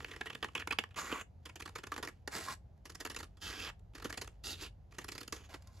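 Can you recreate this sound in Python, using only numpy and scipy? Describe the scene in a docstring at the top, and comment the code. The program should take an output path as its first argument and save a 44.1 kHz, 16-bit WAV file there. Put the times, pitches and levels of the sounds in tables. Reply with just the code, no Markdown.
"""Crisp, jerky snips: scissors trim a thin strip off stiff paper, close under a two-port microphone.
While the blades close, the paper gives way in short bites; while they open, the sheet rasps along the steel.
Sheet and blades ring briefly, and now and then the sheet buckles with a low knock.
Below lie the low rumble, hum and faint hiss of a quiet room."""
import sys
import numpy as np
from scipy import signal
from scipy.fft import rfft, irfft
from scipy.io import wavfile

SR = 44100
rng = np.random.default_rng(int(sys.argv[2]) if len(sys.argv) > 2 else 0)


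def dump(signal):
    """Clip the signal to [-1, 1] and save it as 16-bit WAV at the path in sys.argv[1]."""
    limited = np.clip(np.atleast_2d(signal).T, -1, 1)
    pcm = np.round(limited * 32767).astype(np.int16)
    wavfile.write(sys.argv[1], SR, pcm)


N = 255780

# flexing modes of the whole sheet: f/Hz, width/Hz, level/dB
SHEET_MODES = [(279, 143, -1), (462, 106.5, 0)]
# closing strokes, in (start, end) pairs: t/s, drag/dB, upper ring/dB re a bite, hiss/dB re a bite
CLOSING_STROKES = [(0.0, 0.914, -52.5, -76, -1.9, 6, -12.5, -9.5), (1.429, 2.094, -71, -63, 5.5, -7, 0, -9),
                   (2.848, 3.184, -68.5, -62.5, -1, -1.5, -0.5, -1.5),
                   (3.936, 4.258, -62.5, -61.5, -1, -1, -4, -0.4),
                   (4.91, 5.236, -62.5, -60, -4, 1.5, -4.5, 3),
                   (5.542, 5.634, -75, -80, -4.5, -1.5, -8.5, 9.5)]


def from_db(db):
    """Gain of a level in dB."""
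    return 10 ** (np.asarray(db) / 20)


def rms_one(x):
    """Scaled to rms 1."""
    return x / np.sqrt(np.mean(x ** 2) + 1e-20)


def in_time(points):
    """A (t/s, value) curve at every sample."""
    return np.interp(np.arange(N) / SR, *np.transpose(points))


def at_hz(points):
    """A (f/Hz, value) curve at every bin of the whole-length spectrum."""
    hz, value = np.transpose(points)
    return np.interp(np.log(np.arange(N // 2 + 1) * SR / N + 1), np.log(hz + 1), value)


def coloured(x, spectrum):
    """A smooth EQ curve; white noise keeps its rms."""
    return irfft(rfft(x) * rms_one(from_db(at_hz(spectrum))), N)


def resonant(x, modes):
    """Parallel resonances, signs alternating; white noise keeps about its rms."""
    out, power = 0, 0
    for k, (hz, width_hz, level_db) in enumerate(modes):
        r = np.exp(-np.pi * width_hz / SR)
        b = (1 - r * r) / 2 * np.array([1, 0, -1])
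        a = [1, -2 * r * np.cos(2 * np.pi * hz / SR), r * r]
        out = out + (-1) ** k * from_db(level_db) * signal.lfilter(b, a, x)
        power += from_db(2 * level_db) * np.pi * width_hz / SR
    return out / np.sqrt(power)


def wander(shape, step, spread_db):
    """Gains that glide between random values, step points apart along the last axis."""
    knots = rng.standard_normal((*shape[:-1], shape[-1] // step + 2))
    whole, part = np.divmod(np.arange(shape[-1]), step)
    glide = knots[..., whole] * (1 - part / step) + knots[..., whole + 1] * part / step
    return from_db(spread_db * glide)


def grains(shape, uneven_db, grain_s):
    """Gritty noise whose level jumps from one breaking fibre bundle to the next; rms 1."""
    steps = from_db(uneven_db * rng.standard_normal(shape))
    held = np.arange(shape[-1]) // round(grain_s * SR)
    return rms_one(steps[..., held] * rng.standard_normal(shape))


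def ports(x):
    """The two microphone ports hear one sound, each with its own phase and level."""
    # lead of the left port: f/Hz, phase/rad
    lead = [(1, 0), (600, -.2), (1210, -.15), (2840, -.9), (4220, -.6), (5430, -.9), (6290, -.2),
            (7320, 1.5), (8350, 2.8), (9200, 3.15), (10200, 3.8), (11300, 6), (13500, 6.5), (14300, 8)]
    # left minus right: f/Hz, level/dB
    balance = [(60, 0), (200, -0.5), (620, -3), (1360, -1), (3000, -3.5), (5200, -6), (8600, 1),
               (14100, -0.5)]
    half = from_db(at_hz(balance) / 2) * np.exp(.5j * at_hz(lead))
    return irfft(rfft(x) * np.array([half, 1 / half]), N)


def ambience():
    """Room tone: a steady bed of rumble and hiss, an unsteady low hum and a deep rumble that swells."""
    # colour of the bed: f/Hz, relative level/dB
    bed_colour = [(25, -52.5), (40, -26), (65, -1), (120, -10.5), (180, -16.5), (300, -32.5), (500, -35),
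                  (800, -35), (1100, -46), (1500, -48.5), (2800, -52.5), (4500, -54.5), (7500, -59),
                  (11000, -61.5), (14600, -67)]
    # noise that each port hears alone: f/Hz, level/dB re the shared noise
    own_colour = [(50, -13.5), (150, -10), (500, 6.5), (1500, 3.5), (5000, -8), (14000, -7)]
    # swell of the deep rumble: t/s, level/dB
    swell = [(0.0, -60), (0.31, -72), (2.91, -65), (3.99, -56), (4.78, -60), (4.99, -64.5), (5.8, -66)]
    hum_modes = [(84.6, 7.6, -1), (98.05, 3, -0.5)]   # f/Hz, width/Hz, level/dB
    shared, deep, hum, *own = rng.standard_normal((5, N))
    apart = irfft(rfft(own) * from_db(at_hz(own_colour)), N)
    bed = from_db(-59) * coloured(ports(shared) + apart, bed_colour)
    hum = from_db(-63.5) * rms_one(resonant(resonant(hum, hum_modes), hum_modes))
    deep = signal.sosfilt(signal.butter(2, [40, 56], "band", fs=SR, output="sos"), deep)
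    return bed + hum + from_db(in_time(swell)) * rms_one(deep)


def room(x, t60_s=0.15, level_db=-14):
    """A short, slightly dull tail of scattered reflections, unlike in the two ports."""
    t = np.arange(round(.3 * SR)) / SR
    tail = rng.standard_normal((2, len(t))) * from_db(-60 * t / t60_s) * (t > .004)
    tail = signal.lfilter([1], [1, -.25], tail)
    tail /= np.sqrt(np.sum(tail[0] ** 2))
    return from_db(level_db) * signal.fftconvolve(x[None], tail, axes=1)[:, :N]


def paper_and_blades(force):
    """Four shares of a force shake four layers: lower ring, sheet, upper ring and fibre hiss."""
    # lower ring of blades and paper edge: f/Hz, width/Hz, level/dB
    lower_modes = [(784, 430, -7.5), (1109, 165, 2), (1317, 280, -2.5), (1736, 139, 1), (1925, 145, -0.5)]
    # upper ring: f/Hz, width/Hz, level/dB
    upper_modes = [(2182, 26, -1), (2566, 430, 5), (2750, 222, 6.5), (2930, 200, 3.5), (3375, 496, -4)]
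    # hiss of the fibres: f/Hz, relative level/dB
    hiss_colour = [(3000, -9.5), (4500, 3.5), (6000, -1), (7500, 2), (9000, -2), (11000, -5), (13000, -13),
                   (14000, -16), (15500, -34)]
    lower, sheet, upper, fibres = force + 1e-18
    ring = resonant(lower, lower_modes) + resonant(upper, upper_modes)
    return ring + resonant(sheet, SHEET_MODES) + coloured(fibres, hiss_colour)


def dragging(fade_db_per_s=137):
    """A faint crackle: single fibres part as the sheet drags in each cut, fading once the blades stop."""
    # lower ring, sheet, upper ring, hiss: level/dB re the drag
    shares_db = [-8.5, -7, -6, -12.5]
    t = np.arange(N) / SR
    drag = 0
    for start, end, start_db, end_db, *_ in CLOSING_STROKES:
        level_db = in_time([(start, start_db), (end, end_db)]) - fade_db_per_s * np.maximum(t - end, 0)
        drag = drag + (t >= start) * from_db(level_db)
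    crackle = grains((N,), uneven_db=5, grain_s=.001)
    return paper_and_blades(drag * from_db(np.c_[shares_db]) * crackle)


def sliding(min_width_hz=80):
    """The sheet rasps and sings along the steel; colour and tones shift as the contact moves. The last two
    slides are the sheet rustling as it is taken away."""
    # one envelope a slide: t/s, level/dB
    slides = [
        [(.96, -55.5), (.982, -43), (1.03, -49.5), (1.112, -45), (1.158, -49.5), (1.216, -47.5), (1.25, -91)],
        [(2.3, -68), (2.326, -46), (2.39, -45.5), (2.44, -51.5), (2.494, -49), (2.538, -49.5), (2.57, -85)],
        [(3.4, -83.5), (3.424, -52.5), (3.465, -49), (3.59, -52), (3.652, -46), (3.7, -51.5), (3.72, -91)],
        [(4.43, -97), (4.44, -55), (4.485, -52.5), (4.53, -53), (4.57, -68), (4.62, -53.5), (4.665, -55),
         (4.7, -80)],
        [(5.33, -52), (5.36, -60.5), (5.428, -68), (5.452, -60), (5.489, -79)],
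        [(5.49, -66), (5.502, -64), (5.532, -66), (5.555, -64), (5.59, -82), (5.742, -80.5), (5.8, -73.5)],
    ]
    # mix of each slide, re its level: sheet/dB, upper ring/dB, hiss at start/dB, hiss at end/dB
    mixes = [(-7, 0.5, -2, -19.5), (-6.5, -2, -3, 0), (-5, 3, 1.2, -8.5), (-1, 4.5, 8, -1.2),
             (-2, .1, 3.5, -9.5), (3, 2.5, -1.5, 6.5)]
    # tones of each slide, in the first four set by the free length of blade: f/Hz, width/Hz, level/dB re the
    # slide
    blade_tones = [
        [(1110, 117, -2), (1880, 60, -25.5), (6900, 730, -12.5)],
        [(1074, 84, -5.5), (1620, 34, -20.5), (7760, 210, -16)],
        [(1586, 52, -15), (3180, 400, -9.5), (4920, 680, -17)],
        [(1347, 150, -26), (2840, 24, -13.5), (3700, 360, -11), (4540, 45, -17.5)],
        [(5960, 59, -18), (6640, 60, -15)],
        [(616, 240, -6), (1030, 74, -8.5)],
    ]
    t = np.arange(N) / SR
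    friction = grains((N,), uneven_db=3, grain_s=.00084)
    gains, singing = 0, 0
    for slide, (sheet_db, upper_db, hiss_start_db, hiss_end_db), tones in zip(slides, mixes, blade_tones):
        start, end = slide[0][0], slide[-1][0]
        touching = (t > start) & (t < end)
        hiss_db = in_time([(start, hiss_start_db), (end, hiss_end_db)])
        shares_db = np.array(np.broadcast_arrays(0, sheet_db, upper_db, hiss_db))
        shares = touching * from_db(in_time(slide) + shares_db)
        gains = gains + shares
        pressure = np.sqrt(np.sum(shares ** 2, axis=0))
        for hz, width_hz, tone_db in tones:
            drive = wander((N,), step=1500, spread_db=4) * pressure * friction + 1e-18
            singing = singing + from_db(tone_db) * resonant(drive, [(hz, max(width_hz, min_width_hz), 0)])
    gains = gains * wander((4, N), step=1200, spread_db=2.2)
    return paper_and_blades(gains * friction) + singing


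def bursts(events, crack_s=.0019):
    """Tearing noise swells and dies for each event: peak/s, nominal t60/ms, rise/ms, four layer gains."""
    t = np.arange(round(.12 * SR)) / SR
    decay_rates = np.c_[[1.05, .8, 1.05, 1.2]]   # the hiss dies first, the sheet last
    spectra = rfft(grains((len(events), len(t)), uneven_db=2, grain_s=.00079))
    tearing = irfft(spectra * wander(spectra.shape, step=50, spread_db=3), len(t))   # each its own colour
    force = np.zeros((4, N + len(t)))
    for (peak_s, t60_ms, rise_ms, shares), noise in zip(events, tearing):
        rise, t60 = rise_ms / 1000, t60_ms / 1000
        swell = np.minimum(t / rise, 1)
        fall_db = -60 * np.maximum(t - rise, 0) / t60
        envelope = swell * from_db(fall_db)
        crack = crack_s / rise * np.exp(-np.abs(t - rise) / .00004)   # the more sudden, the louder
        noise = noise + crack * np.sign(noise[0])
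        energy = np.sum(envelope ** 2)   # tear and sheet thump are both scaled to this
        noise *= np.sqrt(energy / np.sum((envelope * noise) ** 2))
        thump = resonant(envelope * noise, SHEET_MODES)
        layers = noise * np.c_[[1, np.sqrt(energy / np.sum(thump ** 2)), 1, 1]]
        at = max(round((peak_s - rise) * SR), 0)
        force[:, at:at + len(t)] += np.c_[shares] * swell * from_db(fall_db * decay_rates) * layers
    return paper_and_blades(force[:, :N])


def knocks(ring_db=-6):
    """Burst events of the sheet buckling: a low knock that also stirs the lower ring."""
    # buckles: peak t/s, level/dB, nominal t60/ms, rise/ms
    buckles = [(0.212, -49.5, 30, 7), (0.354, -47.5, 8.9, 5), (0.966, -44, 10.5, .56),
               (1.126, -32, 15, 1.5), (1.998, -43, 20, 1.45), (2.276, -36.5, 18, 0.49),
               (3.064, -55.5, 13.4, 6.9), (4.057, -34, 7, 8.5), (4.245, -54.5, 7.4, 0.66),
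               (5.326, -40, 39, 1.5)]
    shares = np.array([from_db(ring_db), 1, 0, 0])
    return [(peak_s, t60_ms, rise_ms, from_db(db) * shares) for peak_s, db, t60_ms, rise_ms in buckles]


def bites(usual_rise_ms=1.7, spread_db=1.5):
    """Burst events of the paper giving way between the closing blades, each with its own mix."""
    # tears: peak t/s, level/dB, nominal t60/ms, rise/ms
    tears = [(.005, -41.5, 8.9, 0.18), (.046, -32.5, 6.9, 1.5), (.084, -48, 180, 4.2),
             (.115, -41.5, 49, 6.6), (.136, -48, 93, 3.7), (.164, -42.5, 29, 3.7), (.213, -33, 24, 6.2),
             (.26, -38.5, 91, 4), (.273, -42.5, 16, 8.9), (.303, -40.5, 35, 6.1), (.334, -46, 13, 10.8),
             (.353, -38.5, 17, 6.2), (.427, -33, 59, 0.85), (.445, -35.5, 48, .35), (.488, -48, 13, 6.4),
             (.552, -32.5, 71, 1.62), (.579, -39, 20, 6), (.599, -38.5, 79, 8.5), (.624, -45, 15, 10.5),
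             (.674, -32, 20, 1.54), (.711, -32, 36, 6.3), (.726, -32.5, 15, 6.5), (.732, -34, 7, 4.4),
             (.787, -26.5, 37, 0.57), (.838, -38, 17, 0.74), (.908, -62, 90, 1.7), (.944, -56, 29, 1),
             (.964, -49, 13, 0.8), (1.125, -39.5, 30, 2.06), (1.458, -48, 59, 5.1), (1.498, -53, 30, 11.2),
             (1.558, -45.5, 51, 2.2), (1.608, -43.5, 12, 14.5), (1.624, -44.5, 28, 7.4),
             (1.662, -44, 30, 9.8), (1.678, -49, 33, 2.4), (1.694, -48, 17, 6.3), (1.758, -39.5, 64, 6.5),
             (1.786, -42.5, 49, 5.8), (1.84, -39, 23, 7), (1.871, -40, 26, 4.5), (1.919, -37.5, 62, 0.94),
             (1.942, -42, 31, 3.3), (1.963, -40, 41, 0.37), (1.979, -37.5, 66, 3.04),
             (2.028, -33.5, 71, 1.5), (2.05, -41, 41, 1.9), (2.075, -34, 14, 2.05), (2.086, -41.5, 48, 4.7),
             (2.276, -33, 33, 0.6), (2.778, -74, 12, 1.9), (2.855, -48.5, 89, 0.77), (2.902, -50, 42, 8.1),
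             (2.922, -58, 29, 4), (2.956, -48.5, 21, 10.3), (3.006, -43, 79, 7.5), (3.011, -44, 24, 7.2),
             (3.051, -33.5, 22.5, 1.5), (3.064, -40, 20, 7.7), (3.074, -42.5, 14, 5.7),
             (3.1, -44, 115, 1.9), (3.118, -51.5, 24, 4.4), (3.147, -45.5, 32, 1.4), (3.164, -40, 53, 1.44),
             (3.189, -49.5, 110, 3.1), (3.207, -43.5, 29, 12.2), (3.23, -46.5, 71, 1.97),
             (3.243, -56, 20, 2.2), (3.371, -63.5, 91, 0.77), (3.795, -66, 12, 1.16), (3.953, -45, 73, 5.4),
             (3.983, -48, 32, 7), (4.001, -50, 38, 5.2), (4.024, -46.5, 39, 4.4), (4.048, -41.5, 107, 6.1),
             (4.057, -39.5, 3.6, 10.2), (4.104, -41.5, 32, 11), (4.127, -40.5, 28, 0.94),
             (4.143, -47.5, 37, 8.3), (4.178, -39, 41, 6.3), (4.216, -39, 61, 3.9), (4.246, -50.5, 20, 2.2),
             (4.277, -43.5, 13, 3), (4.925, -54.5, 13, 7), (4.951, -56, 35, 7.2), (4.985, -38.5, 51, 2.04),
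             (5.016, -51, 68, 9.1), (5.045, -44.5, 24, 3.8), (5.088, -40, 42, 7.8), (5.121, -46, 74, 6.1),
             (5.153, -47, 59, 3.3), (5.18, -45, 49, 0.56), (5.214, -44.5, 28, 11.8),
             (5.233, -49.5, 23, 3.9), (5.281, -44, 13, 5), (5.325, -35.5, 32, 1.6), (5.366, -49.5, 43, 9.5),
             (5.542, -40.5, 53, 3.6), (5.549, -44.5, 4.6, 8.3), (5.623, -67, 26, 0.95),
             (5.673, -69, 34, 1.15)]
    strokes = np.array(CLOSING_STROKES)
    stroke_s = strokes[:, :2].ravel()
    events = []
    for peak_s, level_db, t60_ms, rise_ms in tears:
        upper_db = np.interp(peak_s, stroke_s, strokes[:, 4:6].ravel())
        hiss_db = np.interp(peak_s, stroke_s, strokes[:, 6:8].ravel())
        hiss_db += np.log2(usual_rise_ms / rise_ms)   # 1 dB more for each halving of the rise
        thump_db = -6.5 + .36 * hiss_db   # the sheet partly follows the hiss
        shares_db = rng.normal([0, thump_db, upper_db, hiss_db], spread_db)
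        events.append((peak_s, t60_ms, rise_ms, from_db(level_db + shares_db)))
    return events


def scene():
    """Scissors and paper, heard directly and through the room, over the room tone."""
    scissors = bursts(bites() + knocks()) + sliding() + dragging()
    return ports(scissors) + room(scissors) + ambience()


def record(dry, stop_hz=16200):
    """A steep low-pass takes off the very top."""
    return signal.sosfilt(signal.cheby2(10, 60, stop_hz, fs=SR, output="sos"), dry)


dry = scene()
out = record(dry)
dump(out)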